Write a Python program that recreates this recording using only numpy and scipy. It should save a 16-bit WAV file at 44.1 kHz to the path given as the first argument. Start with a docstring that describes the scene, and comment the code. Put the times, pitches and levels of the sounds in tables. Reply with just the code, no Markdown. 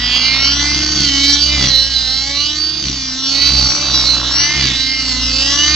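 """A model helicopter with a two-stroke glow engine flips and swoops over an open field.
From the start its exhaust whines, gears tie both rotors to the engine, and a light hush lies under all.
The firing rate then rises and sags again and again, while the ground echo combs the whine.
Now and then one gliding harmonic rings out; from 0.8 s on, six hard pulls make the blades slap.
Pops are sums of cosines, rotor thumps and hums are low tones, and hiss and slaps are shaped noise."""
import sys
import numpy as np
from scipy import signal
from scipy.fft import rfft, irfft
from scipy.io import wavfile

SR = 44100
rng = np.random.default_rng(int(sys.argv[2]) if len(sys.argv) > 2 else 0)


def generate_wav(signal):
    """Clip the signal to [-1, 1] and save it as 16-bit WAV at the path in sys.argv[1]."""
    frames = np.transpose(np.atleast_2d(signal))
    scaled = np.clip(frames, -1, 1) * 32767
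    pcm = np.round(scaled).astype(np.int16)
    wavfile.write(sys.argv[1], SR, pcm)


N = 253575
TIME = np.arange(N) / SR


def amp(db):
    """Turns decibels into a gain."""
    return 10 ** (np.asarray(db) / 20)


def unit(x):
    """Scales a sound to an rms (average strength) of one."""
    return x / np.sqrt(np.mean(x ** 2) + 1e-20)


def curves(rows, t=TIME):
    """Joins each column of a table by straight lines in time."""
    s, *columns = np.transpose(rows)
    return [np.interp(t, s, column) for column in columns]


def read(points, hz):
    """Reads a table of values along a logarithmic frequency axis."""
    f, value = np.transpose(points)
    return np.interp(np.log(hz + 1), np.log(f + 1), value)


def colour(x, points):
    """Filters a sound by a spectrum in dB; the result has an rms of one."""
    gain = amp(read(points, np.fft.rfftfreq(N, 1 / SR)))
    return unit(irfft(rfft(x) * gain, N))


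def wander(hz):
    """Smooth chance with an rms of one, fading out above about hz."""
    smoothing = np.exp(-(np.fft.rfftfreq(N, 1 / SR) / hz) ** 2)
    return unit(irfft(rfft(rng.standard_normal(N)) * smoothing, N))


def puffs(turns, length, between):
    """A burst of noise once a turn, dying within a share of the turn, over a steady hiss."""
    strength = between + np.exp(-(turns % 1) / length)
    return unit(strength * rng.standard_normal(N))


def ticks(turns):
    """One sharp pulse a turn, a little uneven in strength."""
    pulse = np.diff(np.floor(turns), prepend=0)
    return unit(pulse * (1 + .2 * wander(40)))


def swell(s, half):
    """A smooth rise and fall around a moment."""
    return np.exp(-.5 * ((TIME - s) / half) ** 2)


def pulls():
    """Strength of the blades' crack and of their thud through the hard pulls."""
    # hard pulls, when the blades strike their own wake: t/s, half length/s, crack level/dB, thud level/dB
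    moments = [(0.803, 0.09, -23, -41.5), (1.015, 0.052, -19.5, -31), (1.645, 0.044, -19.5, -26.5),
               (2.88, .045, -21.5, -32), (3.582, 0.12, -22.5, -42), (4.646, .07, -19.5, -28.5)]
    return sum(amp([[crack], [thud]]) * swell(s, half) for s, half, crack, thud in moments)


def radiate(drive, reflection=.8, grass_hz=7000, blend_hz=500):
    """Colours the exhaust by the muffler, the turning of the model and the echo off the grass."""
    # overall tone of the muffler: f/Hz, level/dB
    muffler = [(200, -31.5), (400, -15), (570, -13), (850, -16.5), (1400, -10), (2050, 2.5), (2450, -2),
               (3100, 3.5), (4000, 5), (4650, 6.5), (5100, 6.5), (5700, 5.5), (6350, 2), (6900, -7.5),
               (7700, -10), (8500, -26.5)]
    # narrow resonances of the muffler can, lit up by harmonics gliding through: f/Hz, half width/Hz, level/dB
    rings = [(2973, 150, 3.5), (3986, 30, 8), (4580, 65, 4.5), (5406, 32, -2.5), (5650, 63, 5.5)]
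    # the ground echo lags more the higher the model flies: t/s, lag/s
    echo = [(0, 0.000451), (.38, 0.00062), (.75, 0.00026), (1.25, 0.00023), (1.53, 0.00064), (1.78, .00084),
            (2, .00089), (2.22, .0008), (2.43, .00057), (2.65, 0.00024), (3.07, .00025), (3.35, 0.000578),
            (4.08, 0.000618), (4.4, 0.00027), (4.8, 0.00022), (5.1, 0.00033), (5.35, 0.000501),
            (5.75, 0.00035)]
    # the exhaust's buzz below the whine: t/s, level/dB
    buzz = [(0, -46), (.5, -43.5), (1.3, -40.5), (1.8, -42), (2.45, -43), (2.7, -50.5), (3, -58),
            (3.3, -38.5), (3.6, -39), (4.1, -41.5), (4.5, -45.5), (4.9, -47), (5.25, -42), (5.55, -37)]
    # the whine as the model turns: t/s, low level/dB, middle level/dB, top level/dB
    whine = [(0, -26, -28.5, -31.5), (.13, -17.5, -20, -31), (.48, -22, -20, -32), (.7, -26, -20, -28.5),
             (.98, -29.5, -27, -27), (1.15, -27, -23, -27), (1.3, -25, -15.5, -23.5),
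             (1.5, -26.5, -17.5, -30.5), (1.64, -23, -17, -28), (1.78, -30.5, -23, -32.5),
             (2.25, -33, -20.5, -31.5), (2.47, -32.5, -21.5, -31), (2.7, -36.5, -26.5, -38),
             (3.08, -35, -28.5, -31), (3.22, -34.5, -25, -32), (3.42, -23, -19, -28.5),
             (3.75, -31.5, -22, -26.5), (4.05, -30.5, -16, -26), (4.23, -31.5, -24, -32.5),
             (4.45, -23.5, -18, -28), (4.8, -25.5, -24, -32), (5.15, -29, -25.5, -27.5),
             (5.5, -22, -20.5, -24), (5.75, -25.5, -15.5, -28.5)]
    # where buzz and the three whine bands meet: f/Hz
    edges = [1500, 3300, 5100]
    frame = 512  # samples
    overlap = frame * 3 // 4
    bins, frames, spectra = signal.stft(drive, SR, nperseg=frame, noverlap=overlap)
    hz, (lag,) = bins[:, None], curves(echo, frames)
    # at a grazing angle the echo comes back inverted and a little dull
    comb = 1 - reflection * np.exp(-hz / grass_hz - 2j * np.pi * hz * lag)
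    ring_db = sum(db / (1 + ((hz - centre) / half) ** 2) for centre, half, db in rings)
    shape = amp(read(muffler, hz) + ring_db) * comb
    # share of the sound above each edge; neighbouring shares subtract to give a band
    above = [1] + [np.clip((hz - edge) / blend_hz + .5, 0, 1) for edge in edges] + [0]
    field = 0
    for k, db in enumerate(curves(buzz, frames) + curves(whine, frames)):
        band = shape * (above[k] - above[k + 1])
        # evens out the band's strength, so that only the table sets its level
        field = field + amp(db) * band / np.sqrt(np.mean(abs(band) ** 2, axis=0))
    return signal.istft(spectra * field, SR, nperseg=frame, noverlap=overlap)[1][:N]


def exhaust(turns, blades, sway=0.0063, flutter=0.16):
    """One pop a firing, with a puff of hiss that grows in a pull; the airframe sways once a rotor turn."""
    # harmonics that the shape of each pop favours or lacks: harmonic number, level/dB
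    pop_shape = [(2, 1.5), (3, 3), (5, 2.5), (6, -0.5), (7, -1.5), (8, 1.5), (9, -2.5), (10, -1.5),
                 (12, -3), (13, -3), (14, -1), (16, 2), (18, -1.5), (19, 4), (20, 5), (22, 1)]
    jitter, jitter_hz = .0042, 290  # unevenness of the firing (turns) and how fast it changes (Hz)
    rasp_calm = .11  # share of hiss in the exhaust's power between pulls
    rasp_pull, rasp_knee_db = .55, -23  # extra share in a pull; the crack level that adds half of it
    swayed = turns + sway * np.sin(np.pi * blades) + jitter * wander(jitter_hz)
    pops = 0
    for k in range(2, 33):
        # each harmonic wavers in strength and phase as the model tumbles
        waver = amp(read(pop_shape, k) + 3.8 * wander(5))
        pops = pops + waver * np.cos(2 * np.pi * k * swayed + 1.8 * wander(1.5))
    bite, _ = pulls()
    rasp = np.clip(rasp_calm + rasp_pull * bite / (bite + amp(rasp_knee_db)), 0, 1)
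    hiss = puffs(turns, length=0.55, between=0.91)
    drive = np.sqrt(1 - rasp) * unit(pops) + np.sqrt(rasp) * hiss
    tremble = 1 + flutter * wander(140)
    return radiate(unit(drive * tremble)) + tremble * flares(swayed)


def hums(turns, engine_db=-1, overtone_db=-13, waver_db=1.2):
    """The exhaust's fundamental beats against the tail rotor just above it."""
    # the exhaust's fundamental, before engine_db: t/s, level/dB
    hum = [(0, -33), (.33, -33), (.8, -26.5), (.95, -27.5), (1.25, -19.5), (1.5, -33), (1.63, -29),
           (1.78, -39), (2.05, -40.5), (2.3, -34), (2.85, -35), (3.3, -27.5), (4.1, -40), (5.15, -32),
           (5.6, -28.5), (5.75, -30.5)]
    # the tail rotor's hum: t/s, level/dB
    tail_hum = [(0, -36.5), (.5, -56), (.78, -36.5), (1.25, -36.5), (1.5, -60.5), (2.2, -52), (2.6, -42),
                (3.5, -44.5), (4, -35.5), (4.6, -39.5), (5.1, -36), (5.75, -39.5)]
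    tail_per_firing = 1.1  # tail rotor cycles a firing
    phase = 2 * np.pi * (tail_per_firing * turns + rng.random())
    engine_gain = amp(engine_db + curves(hum)[0] + waver_db * wander(8.4))
    engine = engine_gain * np.sin(2 * np.pi * turns)
    tail = amp(curves(tail_hum)[0]) * (np.sin(phase) + amp(overtone_db) * np.sin(2 * phase))
    return np.sqrt(2) * (engine + tail)


def main_rotor(blades, second_db=-14, third_db=-20, fall_db=-4.0, thud_fall_db=-4.0,
               facing_db=-10, churn_db=-9, pull_churn_db=-7, tick=0.82):
    """Each blade gives a pressure dip, sharper in a pull or strong swish, churns the air and ticks."""
    # the thump as the disc tilts toward and away from the listener: t/s, level/dB
    thump_level = [(0.0, -24.5), (0.22, -34), (0.51, -25.5), (1.38, -28), (1.58, -19.5), (1.7, -27.5),
                   (2.82, -38), (2.88, -26.5), (3.22, -46), (3.57, -18.5), (3.67, -22.5), (3.76, -39.5),
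                   (3.92, -26), (4.39, -29.5), (4.51, -39.5), (4.58, -23.5), (4.92, -35.5), (5.25, -23.5),
                   (5.61, -32), (5.75, -22)]
    # swish of the blade tips: t/s, level/dB
    swish_level = [(0, -35.5), (.25, -30.5), (.8, -33), (1.1, -37), (1.45, -38.5), (1.63, -28),
                   (1.78, -42.5), (3.15, -41), (3.5, -33.5), (3.95, -27.5), (4.65, -32.5), (4.87, -42),
                   (5.15, -38), (5.75, -32)]
    # tone of the swish: f/Hz, level/dB
    swish_tone = [(150, -22), (400, -10), (700, -5), (1100, 0), (1450, -1), (1900, -10), (3200, -16),
                  (5000, -26), (8000, -48)]
    # tone of the air torn by the blades: f/Hz, level/dB
    churn_tone = [(30, -19.5), (80, 4), (150, -6), (230, 11), (330, 13), (450, -1.5), (900, -6),
                  (3000, -60.5)]
    level, swish = amp(curves(thump_level)[0]), amp(curves(swish_level)[0])
    _, thud = pulls()
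    sharp = thud + amp(facing_db) * swish
    overtones = [second_db] + [third_db + k * fall_db for k in range(5)]
    gains = [level]
    for k, db in enumerate(overtones):
        gains.append(amp(db) * level + amp(k * thud_fall_db) * sharp)
    tones = sum(gain * np.cos(2 * np.pi * (k + 1) * blades) for k, gain in enumerate(gains))
    thump = -np.sqrt(2) * tones  # the minus sign makes each passing a dip
    churn_gain = amp(churn_db) * swish + amp(pull_churn_db) * thud
    churn = churn_gain * colour(puffs(blades + 0.64, length=0.28, between=0.22), churn_tone)
    tips = colour(tick * ticks(blades) + puffs(blades, length=.15, between=.33), swish_tone)
    return thump + churn + swish * tips


def hush():
    """A steady, light outdoor hush of shaped noise."""
    # tone of the hush: f/Hz, level/dB
    air_tone = [(20, 2), (60, 3.5), (150, 9), (400, -13), (1000, -18), (4000, 4.5), (8000, -28)]
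    return amp(-34) * colour(rng.standard_normal(N), air_tone)


def field_scatter(x, t60=0.84, level_db=-16):
    """Faint, diffuse reflections from the open field, different at each side."""
    t = np.arange(SR // 2) / SR
    taps = rng.standard_normal((2, len(t))) * amp(-60 * t / t60)  # fades by 60 dB in t60 seconds
    taps = taps / np.linalg.norm(taps[0])
    return amp(level_db) * signal.fftconvolve(x[None], taps, axes=1)[:, :N]


def flares(turns):
    """Now and then one gliding harmonic rings out as it crosses a narrow resonance of the muffler."""
    # harmonics that ring out clear of the whine: t/s, half length/s, harmonic number, level/dB
    ringing_harmonics = [(.06, 0.02, 20, -19.5), (0.454, 0.079, 20, -16.5), (0.496, 0.047, 17, -16.5),
                         (0.723, 0.1, 7, -24), (0.905, 0.15, 15, -19.5), (1.05, 0.019, 16, -21),
                         (1.157, 0.14, 11, -21.5), (1.26, .035, 17, -18.5), (1.338, 0.0099, 20, -9.5),
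                         (1.43, 0.028, 16, -13), (1.687, 0.0071, 21, -14), (1.765, 0.066, 15, -12),
                         (1.78, 0.055, 16, -15), (1.967, .02, 15, -10.5), (2.299, 0.18, 8, -39.5),
                         (2.442, 0.055, 10, -23.5), (2.627, 0.056, 15, -17.5), (2.792, 0.11, 15, -26.5),
                         (2.979, 0.054, 17, -25.5), (3.08, 0.1, 8, -40), (3.29, 0.057, 17, -27.5),
                         (3.461, 0.089, 14, -18.5), (3.557, 0.097, 16, -16), (3.698, 0.032, 20, -22.5),
                         (3.96, .025, 17, -17.5), (4.098, .06, 15, -10.5), (4.386, 0.058, 20, -14.5),
                         (4.499, 0.057, 7, -27.5), (4.95, 0.08, 8, -45), (4.938, 0.25, 17, -25.5),
                         (5.252, 0.037, 20, -17.5), (5.435, 0.093, 10, -26), (5.622, 0.032, 10, -14)]
    total = 0
    for s, half, k, db in ringing_harmonics:
        tone = np.cos(2 * np.pi * (k * turns + rng.random()))
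        total = total + amp(db) * swell(s, half) * tone
    return np.sqrt(2) * total


def slaps(blades, crack=0.29):
    """In a hard pull every blade cracks through the wake of the one before."""
    # tone of the slap: f/Hz, level/dB
    slap_tone = [(60, 12.5), (200, 16.5), (450, -6), (1200, -11), (2500, 8.5), (4500, 13.5), (6000, 12),
                 (7500, -3.5), (8500, -20)]
    bite, _ = pulls()
    spray = puffs(blades, length=.13, between=.12)
    return bite * colour(crack * ticks(blades) + spray, slap_tone)


def scene():
    """One crankshaft drives every part of the helicopter, over a light outdoor hush."""
    # the firing rate rises and sags again and again: t/s, firing rate f/Hz
    engine = [(0.0, 244.6), (0.11, 247.1), (0.54, 283.9), (0.8, 301), (0.96, 306.4), (1.1, 278.7),
              (1.18, 276.6), (1.55, 298.1), (1.75, 264.9), (1.89, 273.8), (2.07, 256.2), (2.53, 301.3),
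              (2.74, 310.3), (2.82, 308.7), (3.01, 265.5), (3.12, 257.7), (3.52, 288.7), (3.71, 280),
              (3.83, 294.5), (4.03, 274.1), (4.18, 270.1), (4.31, 272.3), (4.56, 305.2), (4.72, 269.4),
              (4.79, 262.5), (4.98, 264.7), (5.14, 253.7), (5.33, 258.8), (5.64, 296.3), (5.75, 305)]
    blades_per_firing = .2303  # main rotor blades passing a firing
    turns = np.cumsum(curves(engine)[0]) / SR
    blades = blades_per_firing * turns + rng.random()
    bright = exhaust(turns, blades) + slaps(blades)
    deep = hums(turns) + main_rotor(blades)
    return bright + deep + field_scatter(bright + amp(-9.5) * deep) + hush()


def record(dry):
    """Two close microphone ports colour the sides differently; peaks clip; then the band limit."""
    # f/Hz, left minus right level/dB
    port_balance = [(60, 2), (1200, 0), (1700, 5.5), (2600, -6), (4600, -9), (6200, 11), (8000, -3)]
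    # f/Hz, phase by which left leads/radians
    port_phase = [(0, 0), (1640, -0.2), (1890, 0.1), (2410, -1.3), (3530, 0.4), (4480, -0.0), (5080, 1.8),
                  (5600, 1.4), (6290, -0.4), (6630, 0.1), (7320, -0.7), (8100, 0.1)]
    # the capsules' low cuts differ: f/Hz, phase by which left leads/radians
    bass_lead = [(60, .25), (250, 0.13), (600, 0)]
    edge_hz = 8550
    hz = np.fft.rfftfreq(N, 1 / SR)
    lead = read(port_phase, hz) + read(bass_lead, hz)
    # each side takes half of the difference, in opposite directions
    half = amp(read(port_balance, hz) / 2) * np.exp(.5j * lead)
    clipped = np.clip(irfft(rfft(dry) * np.array([half, 1 / half]), N), -1, 1)
    low_pass = signal.firwin(511, edge_hz, window=("kaiser", 9), fs=SR)
    return signal.oaconvolve(clipped, low_pass[None], "same")


dry = scene()
out = record(dry)
generate_wav(out)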